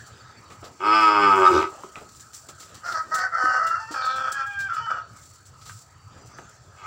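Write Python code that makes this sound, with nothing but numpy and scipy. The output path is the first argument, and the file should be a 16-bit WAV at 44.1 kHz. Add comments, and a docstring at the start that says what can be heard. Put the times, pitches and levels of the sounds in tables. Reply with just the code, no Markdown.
"""A calf moos once in an open barn, then a rooster crows hoarsely in the yard; a new moo sets in at the end.
Hooves scuff and knock on floor and boards, straw rustles, an insect and a far bird whistle faintly
and a low rumble throbs. Both voices are pulses plus breath, shaped by mouth and nose or by the beak;
low resonances of throat and barn make the moo boom. Hooves are noise bursts and board rings.
The phone's microphone port rings near 1.3 and 7.5 kHz and dips slightly near 15 kHz."""
import sys
import numpy as np
from scipy import signal
from scipy.fft import rfft, irfft, next_fast_len
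from scipy.io import wavfile
from scipy.ndimage import uniform_filter1d, map_coordinates

SR = 44100
rng = np.random.default_rng(int(sys.argv[2]) if len(sys.argv) > 2 else 0)


def master(y):
    """Save y as 16-bit WAV."""
    cut = np.clip(np.atleast_2d(y).T, -1, 1)
    pcm = np.round(cut * 32767)  # scale
    wavfile.write(sys.argv[1], SR, pcm.astype(np.int16))


N = 302526

# straw spectrum: (frequency [Hz], gain [dB])
STRAW_SPECTRUM = [(3000, -14), (5500, -0.5), (7200, 1), (8600, -6), (10500, -13.5), (13200, -22.5),
                  (14600, -6.5), (15800, -7)]


def amp(db):
    return 10 ** (np.asarray(db) / 20)


def unit(x):
    return x / np.sqrt(np.mean(x ** 2) + 1e-20)


def along(points, hz):
    """Interpolate (Hz, value) points on a log axis."""
    f, v = np.transpose(points)
    return np.interp(np.log(hz + 1), np.log(f + 1), v)


def curves(rows):
    """One value per sample for each column after the time."""
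    s, *cols = np.transpose(rows)
    return [np.interp(np.arange(N) / SR, s, c) for c in cols]


def sounding(rows):
    """1 between the first and last row, with 5 ms edges."""
    t = np.arange(N) / SR
    return uniform_filter1d(1. * ((t > rows[0][0]) & (t < rows[-1][0])), size=220)


def wobble(rate_hz):
    """Smooth random curve, rate_hz knots a second."""
    at = np.arange(0, N + 16, 16)
    knots = rng.standard_normal(int(N * rate_hz / SR) + 4)
    return np.interp(np.arange(N), at, map_coordinates(knots, [at * rate_hz / SR]))


def filtered(x, response):
    m = next_fast_len(N + SR // 2)
    return irfft(rfft(x, m) * response(np.fft.rfftfreq(m, 1 / SR)), m)[..., :N]


def band(f, hz, width_hz):
    """Causal resonance, gain 1 at its centre."""
    return 1j * f * width_hz / (hz * hz - f * f + 1j * f * width_hz)


def modes(x, table):
    """Parallel resonances of alternating sign."""
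    return filtered(x, lambda f: sum((-1) ** k * amp(db) * band(f, hz, width_hz)
                                     for k, (hz, width_hz, db) in enumerate(table)))


def coloured(x, spectrum):
    return filtered(x, lambda f: amp(along(spectrum, f)))


def steady(x, size):
    """Running rms brought to 1."""
    return x / np.sqrt(np.abs(uniform_filter1d(x * x, size)) + 1e-12)


def pulses(phase, sharp):
    """Pulse train; harmonic k goes as sharp^k."""
    return unit((1 - sharp ** 2) / (1 - 2 * sharp * np.cos(phase) + sharp ** 2) - 1)


def bursts(rows):
    """Envelope from (time [s], level [dB], rise [s], t60 [s]) rows."""
    env, t = np.zeros(N + SR), np.arange(SR // 3) / SR
    for s, db, rise_s, t60_s in rows:
        env[round(s * SR):][:len(t)] += amp(db - 60 * t / t60_s) * (1 - np.exp(-t / rise_s))
    return env[:N]


def crackle(spectrum, grains_per_s=500, spread_db=3):
    """Coloured noise with sparse sharp grains."""
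    hits = rng.random(N) < grains_per_s / SR
    grains = hits * amp(spread_db * np.minimum(rng.exponential(size=N), 3)) * rng.standard_normal(N)
    hiss = rng.standard_normal(N) * amp(2 * wobble(120))
    return unit(coloured(hiss + 2.2 * grains, spectrum))


def whistle(rows):
    """Sliding noise band from (time [s], centre [Hz], width [Hz], level [dB]) rows."""
    hz, width_hz, db = curves(rows)
    at = np.cumsum(width_hz) / SR
    count = int(at[-1]) + 4
    i, q = [np.interp(at, np.arange(count), rng.standard_normal(count)) for _ in range(2)]
    phase = 2 * np.pi * np.cumsum(hz) / SR
    return sounding(rows) * amp(db) * (i * np.cos(phase) + q * np.sin(phase))


def yard():
    """Gusty hiss with random gain patches, some hundred Hz by 0.1 s."""
    # (frequency [Hz], gain [dB])
    spectrum = [(150, -1), (400, -6.5), (800, -6.5), (1500, -5.5), (2200, -15), (3500, -18), (5000, -16.5),
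                (7500, -20), (9000, -53.5), (12000, -48), (16000, -41)]
    # (time [s], level [dB])
    levels = [(0, -51), (.75, -54), (.95, -45.5), (1.75, -50), (2.3, -57.5), (2.85, -50.5), (4.5, -57.5),
              (4.95, -51), (5.15, -56), (5.8, -61), (6.35, -53.5), (6.7, -54.5), (6.86, -49)]
    gusts = amp(1.8 * wobble(12))
    z = signal.stft(rng.standard_normal(N), nperseg=512)[2]
    patches = uniform_filter1d(rng.standard_normal(z.shape), size=5, axis=0)
    patch_db = 3.5 * unit(uniform_filter1d(patches, size=16, axis=1))
    hiss = signal.istft(z * amp(patch_db), nperseg=512)[1][:N]
    return amp(curves(levels)[0]) * gusts * unit(coloured(hiss, spectrum))


def rumble():
    """Low noise throbbing about ten times a second."""
    # (frequency [Hz], gain [dB])
    spectrum = [(25, -53), (55, -12), (92, -1), (125, -5), (180, -21), (300, -68.5)]
    # (time [s], level [dB])
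    levels = [(0, -51), (3, -57), (5.0, -50), (5.8, -49.5), (6.86, -49.5)]
    throb_hz = 9.5 + 2 * wobble(3)
    throb_db = 4 * np.cos(2 * np.pi * np.cumsum(throb_hz) / SR) + 2.5 * wobble(20)
    drift_db = 2 * wobble(5)
    noise = coloured(rng.standard_normal(N), spectrum)
    return amp(curves(levels)[0]) * unit(amp(throb_db + drift_db) * noise)


def insect_and_bird():
    """Two faint whistles that come and go."""
    # (time [s], centre [Hz], width [Hz], level [dB])
    insect = [(0, 4540, 80, -60), (.46, 4520, 80, -59), (.52, 4480, 90, -70), (5.1, 4480, 120, -67),
              (5.5, 4420, 120, -65), (6.1, 4620, 120, -65), (6.2, 4800, 120, -67), (6.86, 4600, 120, -74)]
    bird = [(6.2, 5920, 150, -66), (6.45, 6360, 100, -59), (6.58, 6400, 100, -73)]
    return unit(amp(2.5 * wobble(14))) * (whistle(insect) + whistle(bird))


def straw_and_breath():
    """Straw rustle, plus the breathy high hiss of the calf's moo from 1.0 to 1.6 s."""
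    # (time [s], level [dB])
    levels = [(0, -59), (.3, -66), (.88, -59.5), (1.03, -49), (1.15, -55.5), (1.5, -44), (1.72, -56.5),
              (2.75, -58.5), (3.0, -61), (4.5, -62), (5.05, -73.5), (5.18, -54), (5.36, -54.5), (5.48, -71),
              (5.72, -49.5), (5.95, -66.5), (6.86, -64.5)]
    hiss = crackle(STRAW_SPECTRUM, grains_per_s=690, spread_db=-5)
    return amp(curves(levels)[0]) * unit(hiss * amp(1.6 * wobble(23)))


def hoof_scuffs():
    """A tick, then straw rustle and a duller drag."""
    # (time [s], straw [dB], drag [dB], t60 [s])
    scuffs = [(.063, -47.5, -56, 0.11), (0.502, -48.5, -53, .2), (.64, -46.5, -40, 0.16),
              (2.09, -44.5, -52, 0.049), (2.149, -45.5, -58, 0.18), (2.197, -43, -52.5, 0.16),
              (2.333, -36, -58, 0.24), (2.486, -36.5, -40.5, 0.079), (2.597, -39, -42, 0.24),
              (2.744, -43.5, -41, .12), (2.852, -42, -40.5, 0.43), (2.921, -54, -33, .055),
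              (3.143, -25, -32, 0.092), (3.18, -42, -36, .12), (3.436, -43, -51, 0.14),
              (3.667, -34.5, -34.5, 0.12), (3.912, -36.5, -40, 0.19), (4.05, -38.5, -53.5, 0.11),
              (4.158, -40, -42, 0.15), (4.318, -31, -40, 0.086), (4.465, -45.5, -54, .084),
              (4.59, -39.5, -37, .19), (4.735, -44, -44, 0.15), (5.161, -50, -54.5, .11),
              (5.228, -54.5, -55, 0.12), (5.454, -49.5, -53, 0.2), (5.612, -49.5, -45.5, .16),
              (5.654, -44.5, -45, .22), (5.6903, -45, -61, 0.074), (5.751, -48.5, -58, 0.35),
              (6.259, -49, -59, 0.15), (6.377, -53, -62.5, .1), (6.493, -48.5, -64, 0.049)]
    # (frequency [Hz], gain [dB])
    drag_spectrum = [(1200, -2.5), (2500, -6.5), (4500, 1.5), (6300, -3), (8000, -19)]
    rise_per_t60, tick_db, tick_rise_s, tick_t60_s = .047, -7.5, .0005, .014
    rustles = bursts([(s, db, rise_per_t60 * t60, t60) for s, db, _, t60 in scuffs])
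    drags = bursts([(s, db, rise_per_t60 * t60, t60) for s, _, db, t60 in scuffs])
    ticks = bursts([(s, db + tick_db, tick_rise_s, tick_t60_s) for s, db, _, _ in scuffs])
    return (rustles + ticks) * crackle(STRAW_SPECTRUM) + (drags + ticks) * crackle(drag_spectrum)


def hoof_knocks():
    """Each hoof thuds, clacks and briefly rings the board it lands on."""
    # (time [s], thud [dB], clack [dB], t60 [s], ring [Hz], ring [dB])
    knocks = [(0.502, -42.5, -47.5, 0.24, 460, -46), (0.626, -39.5, -49.5, .27, 310, -38.5),
              (1.836, -35.5, -49, 0.063, 1040, -29.5), (1.843, -56, -58, 0.079, 397, -32.5),
              (1.957, -38, -41.5, 0.18, 2500, -25), (2.015, -36, -68, 0.097, 604, -48),
              (2.488, -44, -46, 0.1, 354, -43), (3.438, -35.5, -46, 0.057, 318, -28.5),
              (3.908, -31.5, -47, 0.074, 308, -32.5), (5.66, -51.5, -54, 0.14, 890, -72),
              (5.696, -63, -45, 0.094, 1570, -31.5), (6.218, -50, -73, 0.34, 407, -45),
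              (6.386, -33, -47.5, 0.08, 1680, -31)]
    # (frequency [Hz], gain [dB])
    thud_spectrum = [(120, 4.5), (250, 3), (450, 6), (900, 3), (1500, -36.5)]
    clack_spectrum = [(500, -48), (1100, 10.5), (2500, 2.5), (4000, -4), (7000, -56)]
    thud_rise_s, clack_rise_s, ring_t60_cycles = .0064, .0016, 22.5
    thuds = bursts([(s, db, thud_rise_s, t60) for s, db, _, t60, *_ in knocks])
    clacks = bursts([(s, db, clack_rise_s, t60) for s, _, db, t60, *_ in knocks])
    rings, t = np.zeros(N + SR), np.arange(SR // 5) / SR
    for s, *_, hz, db in knocks:
        decay = amp(db - 60 * t * hz / ring_t60_cycles)
        rings[round(s * SR):][:len(t)] += decay * np.sin(2 * np.pi * hz * t)
    return rings[:N] + thuds * crackle(thud_spectrum) + clacks * crackle(clack_spectrum)


def crow_phrase():
    """Gain and voicing curves: each note starts fast, dies slower and glides into the next."""
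    # (start [s], end [s], first pitch [Hz], last pitch [Hz], first level [dB], last level [dB],
    #  pitch/3 beat [depth], pitch/2 beat [depth], hoarseness [0-1], low, overtone, rasp [dB re note])
    notes = [(2.854, 2.91, 704.3, 729, -37, -37, .3, .4, 0.53, -8, -26, -9.5),
             (2.949, 2.986, 659.4, 639, -35, -39, .05, 1, 0.37, -6, -32, -8),
             (3.124, 3.145, 630, 643.8, -32.5, -38.5, 0.22, 0.68, .3, -4, -39, -10.5),
             (3.164, 3.241, 750, 773.8, -33.5, -28, 0.24, 0.25, 0.26, -9, -30, -12),
             (3.333, 3.356, 658.5, 657, -35, -28.5, 0.056, 0.37, 0.31, -12, -40, -19.5),
             (3.379, 3.569, 774.5, 759.7, -31, -32.5, 0.69, 0.43, 0.31, -6.5, -31, -14),
             (3.59, 3.669, 668, 665.3, -31, -32, .05, .4, 0.33, -10.5, -38, -17),
             (3.711, 3.766, 683.5, 687, -32, -36, .05, 0.78, 0.16, -16.5, -36, -17.5),
             (3.805, 3.861, 903, 873.7, -39.5, -53, 0.14, 0.13, 0.08, -2, -19, -8.5),
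             (3.892, 3.932, 917, 925.6, -44, -43, 0.1, 0.22, 0.02, -1, -17.5, -9.5),
             (3.95, 4.287, 806.3, 798.3, -35, -37, 1.56, .1, 0.32, -8, -14, -15),
             (4.341, 4.419, 831, 802.4, -34.5, -30.5, 0.6, .06, .1, -18.5, -17.5, -18.5),
             (4.465, 4.678, 816, 786.4, -32.5, -33, 0.041, .03, 0, -19, -18.5, -31.5),
             (4.7, 4.733, 676.7, 670.5, -33.5, -34.5, .05, 0.27, .2, -31, -22, -23),
             (4.761, 4.787, 638.7, 634.7, -39.5, -41, 0.88, 0.2076, .2, -17, -13, -11.5),
             (4.802, 4.863, 934, 905, -42.5, -44, 0.044, .6, 0, 1, -17, -13),
             (4.873, 4.89, 644, 654.6, -35, -37, .05, .02, 0.06, -25, -29.5, -25),
             (4.905, 4.985, 732, 710.6, -33.5, -44, 1.3, .02, 0.55, -6.5, -18.5, -18.5)]
    attack_s, release_s, rest_db, waver_db = .038, .068, -62.5, 4.5
    t = np.arange(N) / SR
    envelopes_db, knots = [], []
    for start, end, first_hz, last_hz, first_db, last_db, *timbre in notes:
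        corners_s = [start - attack_s, start, end, end + release_s]
        envelopes_db.append(np.interp(t, corners_s, [rest_db, first_db, last_db, rest_db]))
        knots += [(start, first_hz, *timbre), (end, last_hz, *timbre)]
    voicing = curves(knots)
    hoarse = voicing[3]
    db = uniform_filter1d(np.max(envelopes_db, axis=0), size=400) + waver_db * hoarse * wobble(30.16)
    gate = sounding([(notes[0][0] - attack_s,), (notes[-1][1] + release_s,)])
    return gate * amp(db), voicing


def rooster():
    """Syrinx pulses beat at a third or half of the pitch and break into flutter when hoarse."""
    # voice bands: (frequency [Hz], gain [dB])
    beak_low = [(330, -72), (480, 5), (750, 3.5), (1000, 6), (1150, -38.5)]
    beak_mid = [(900, -39), (1100, 0), (1350, 4), (1600, 4), (1900, -9), (2080, -23), (2250, -30),
                (2400, -100.5)]
    beak_top = [(1600, -34), (1800, 13), (2100, -8.5), (2350, -43)]
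    overtone = [(2000, -70), (2250, 11.5), (2800, 2.5), (3500, 5), (3900, -44.5)]
    rasp = [(3700, -43), (4300, 0.5), (5600, 0), (6400, -6.5), (8500, -23), (10500, -42)]
    # beak_top band: (time [s], level [dB re note])
    top_levels = [(2.85, -15), (3.15, -3), (3.7, -15), (4.0, -32)]
    # one track per wheeze: (time [s], centre [Hz], width [Hz], level [dB])
    wheezes = [
        [(3.36, 3110, 350, -61), (3.5, 2858, 198.6, -48), (3.74, 2764, 39.9, -52.5), (3.93, 2620, 40, -59)],
        [(3.92, 5570, 499.5, -57), (3.98, 5180, 497, -48), (4.08, 5000, 497, -56)],
        [(3.9, 4720, 597, -56), (4.03, 4430, 493, -39.5), (4.17, 4050, 512, -48.5)],
        [(4.02, 3750, 499.5, -45.5), (4.14, 3480, 498, -44.5), (4.42, 3070, 288, -57)],
        [(4.72, 2910, 120.2, -56.5), (4.86, 3027, 39.6, -45.5), (5.0, 2860, 100, -61)],
    ]
    gain, (hz, third, half, hoarse, low_db, overtone_db, rasp_db) = crow_phrase()
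    jitter = .001 * wobble(30) + hoarse * (.035 * wobble(55) + .04 * wobble(14))
    phase = 2 * np.pi * np.cumsum(hz * (1 + jitter)) / SR
    beat = 1 + third * amp(3 * wobble(18)) * np.cos(phase / 3) + half * np.cos(phase / 2)
    flutter = np.sqrt(1 - hoarse) + np.sqrt(hoarse) * unit(wobble(500))
    hiss = rng.standard_normal(N) * amp(2.9 * wobble(80))  # air leaking past the membranes
    syrinx = pulses(phase, sharp=.923) * beat * flutter + .3 * hoarse * hiss
    parts = [(syrinx, beak_low, low_db), (syrinx, beak_mid, 0), (syrinx, beak_top, *curves(top_levels)),
             (syrinx + .9 * hiss, overtone, overtone_db), (syrinx + 2.7 * hiss, rasp, rasp_db)]
    voice = sum(amp(db) * steady(coloured(x, spectrum), size=2200) for x, spectrum, db in parts)
    return gain * voice + sum(whistle(rows) for rows in wheezes)


def calf():
    """Vocal-fold pulses and breath gated once a cycle ring mouth and nose and boom in throat and barn."""
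    # one track per moo: (time [s], pitch [Hz], mouth [dB], boom [dB], nose [dB], bright edge [dB])
    moos = [
        [(.79, 92, -75, -71, -71, -77), (.805, 93.6, -40, -41.5, -48, -64.5),
         (.858, 104.8, -25.5, -33.5, -36, -41.5), (.954, 109, -23.5, -29.5, -29, -32.5),
         (1.03, 107, -23.5, -32.5, -29.5, -36), (1.148, 103.3, -22, -33, -33, -40.5),
         (1.243, 100.7, -22.5, -28, -30, -38), (1.349, 96.7, -23, -25, -35.5, -44),
         (1.411, 93.4, -24.5, -23, -36.5, -49), (1.469, 91.82, -17.5, -30, -31.5, -37.5),
         (1.503, 91.24, -34, -23.5, -39.5, -47.5), (1.553, 78.5, -25.5, -17.5, -37.5, -36.5),
         (1.63, 81.3, -30, -35.5, -36.5, -45.5), (1.7, 81.4, -79, -61, -73, -68)],
        [(6.74, 89.63, -88, -87, -84, -100), (6.79, 92.5, -57, -74, -56.5, -83.5),
         (6.9, 101, -38.5, -53.5, -51, -62)],
    ]
    # (time [s], roughness [0-1])
    roughness = [(.79, .4), (.85, .1), (.92, .03), (1.38, .04), (1.46, .13), (1.53, .55), (1.7, .8)]
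    # resonances, boom = low ones of throat and barn: (centre [Hz], width [Hz], gain [dB])
    boom_modes = [(95.5, 35, -38), (205, 42, -22.5), (326.6, 18.6, -2.5), (380, 26.4, -1.5),
                  (569, 18, -16.5)]
    mouth_modes = [(668, 38, -12), (741, 26, -10.5), (887, 135, 0), (952, 100, 1.5), (1175, 74, 1.5),
                   (1270, 190, -4.5), (1540, 62, -3.5), (1830, 22, -11.5)]
    nose_modes = [(1997, 120, -6), (2215, 49, 5), (2377, 50, 2), (2586, 44, 7), (2910, 54, 2),
                  (3300, 104, -0.5), (3580, 99, -29)]
    edge_modes = [(3940, 23, -15.5), (4600, 31, -4), (5188, 50, 3.5), (5250, 96, 1), (6040, 140, -23),
                  (7240, 600, -27)]
    # the closing mouth lowers the edge modes: (time [s], lowered share [0-1])
    closing = [(.9, 0.54), (1.3, 0.6)]
    # open-mouthed rasp: (frequency [Hz], gain [dB])
    gasp_spectrum = [(3000, -36), (3600, 9.5), (5000, 1.5), (6300, 1.5), (7800, -13.5), (9500, -32)]
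    hz, mouth_db, boom_db, nose_db, edge_db = curves(sum(moos, []))
    rough, = curves(roughness)
    share, = curves(closing)
    jitter = .0013 * wobble(50) + .06 * rough * wobble(50)
    phase = 2 * np.pi * np.cumsum(hz * (1 + jitter)) / SR
    breath = unit(rng.standard_normal(N) * (1.3 + np.cos(phase)))
    shimmer = amp(1.2 * wobble(60))
    folds = np.sqrt(1 - rough) * shimmer * pulses(phase, sharp=.97) + .7 * np.sqrt(rough) * breath
    airy = folds + (.14 + 1.1 * rough) * breath  # turbulence weighs more in the treble
    lowered_modes = [(.945 * centre, 1.07 * width, db) for centre, width, db in edge_modes]
    edge = unit((1 - share) * modes(airy, edge_modes) + share * modes(airy, lowered_modes))
    edge = (1 - rough) * edge + 1.6 * rough * share * unit(coloured(breath, gasp_spectrum))
    fundamental_db = boom_db - 24 + .5 * (100 - hz)  # grows as the pitch sinks
    parts = [(modes(folds, mouth_modes), mouth_db),
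             (modes(folds, boom_modes), boom_db),
             (np.sin(phase), fundamental_db),
             (modes(airy, nose_modes), nose_db + wobble(35)),
             (edge, edge_db + wobble(35))]
    gate = sum(sounding(moo) for moo in moos)
    return gate * sum(amp(db) * steady(x, size=2600) for x, db in parts)


def barn(x):
    """Short reverberation; treble dies first."""
    # (frequency [Hz], t60 [s])
    decay = [(200, 0.26), (1500, 0.21), (8000, 0.078)]
    hz, t, z = signal.stft(rng.standard_normal(SR // 2), SR, nperseg=256)
    tail = signal.istft(z * amp(-60 * t / along(decay, hz)[:, None]), SR, nperseg=256)[1]
    delayed = np.pad(x, (500, 0))
    return signal.fftconvolve(delayed, tail / np.linalg.norm(tail))[:N]


def scene():
    moo, crow, hooves = calf(), rooster(), hoof_scuffs() + hoof_knocks()
    reverb = barn(amp(-7.5) * moo + amp(-5) * crow + amp(-11.5) * hooves)
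    background = straw_and_breath() + yard() + rumble() + insect_and_bird()
    return (background + hooves + crow + moo + reverb)[None]


def record(dry):
    """Microphone port colour and notch, bass cut, amplifier saturation, band limit."""
    # two resonances and a slight dip: (centre [Hz], width [Hz], gain [dB])
    port_bands = [(1270.6, 66.6, 13.5), (7500, 920, 6.5), (15000, 1400, -3.5)]
    # (centre [Hz], width [Hz], depth [0-1])
    port_notch = (6600, 275, 0.77)
    bass_cut_hz, ceiling, top_hz = 60, .72, 15800
    notch_hz, notch_width_hz, depth = port_notch

    def response(f):
        port = np.prod([1 + (amp(db) - 1) * band(f, hz, width) for hz, width, db in port_bands], axis=0)
        notch = 1 - depth * band(f, notch_hz, notch_width_hz)
        bass_cut = (1j * f / (bass_cut_hz + 1j * f)) ** 2
        return port * notch * bass_cut

    x = filtered(dry, response)
    saturated = x / (1 + np.abs(x / ceiling) ** 4) ** .25
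    return filtered(saturated, lambda f: f < top_hz)


dry = scene()
out = record(dry)
master(out)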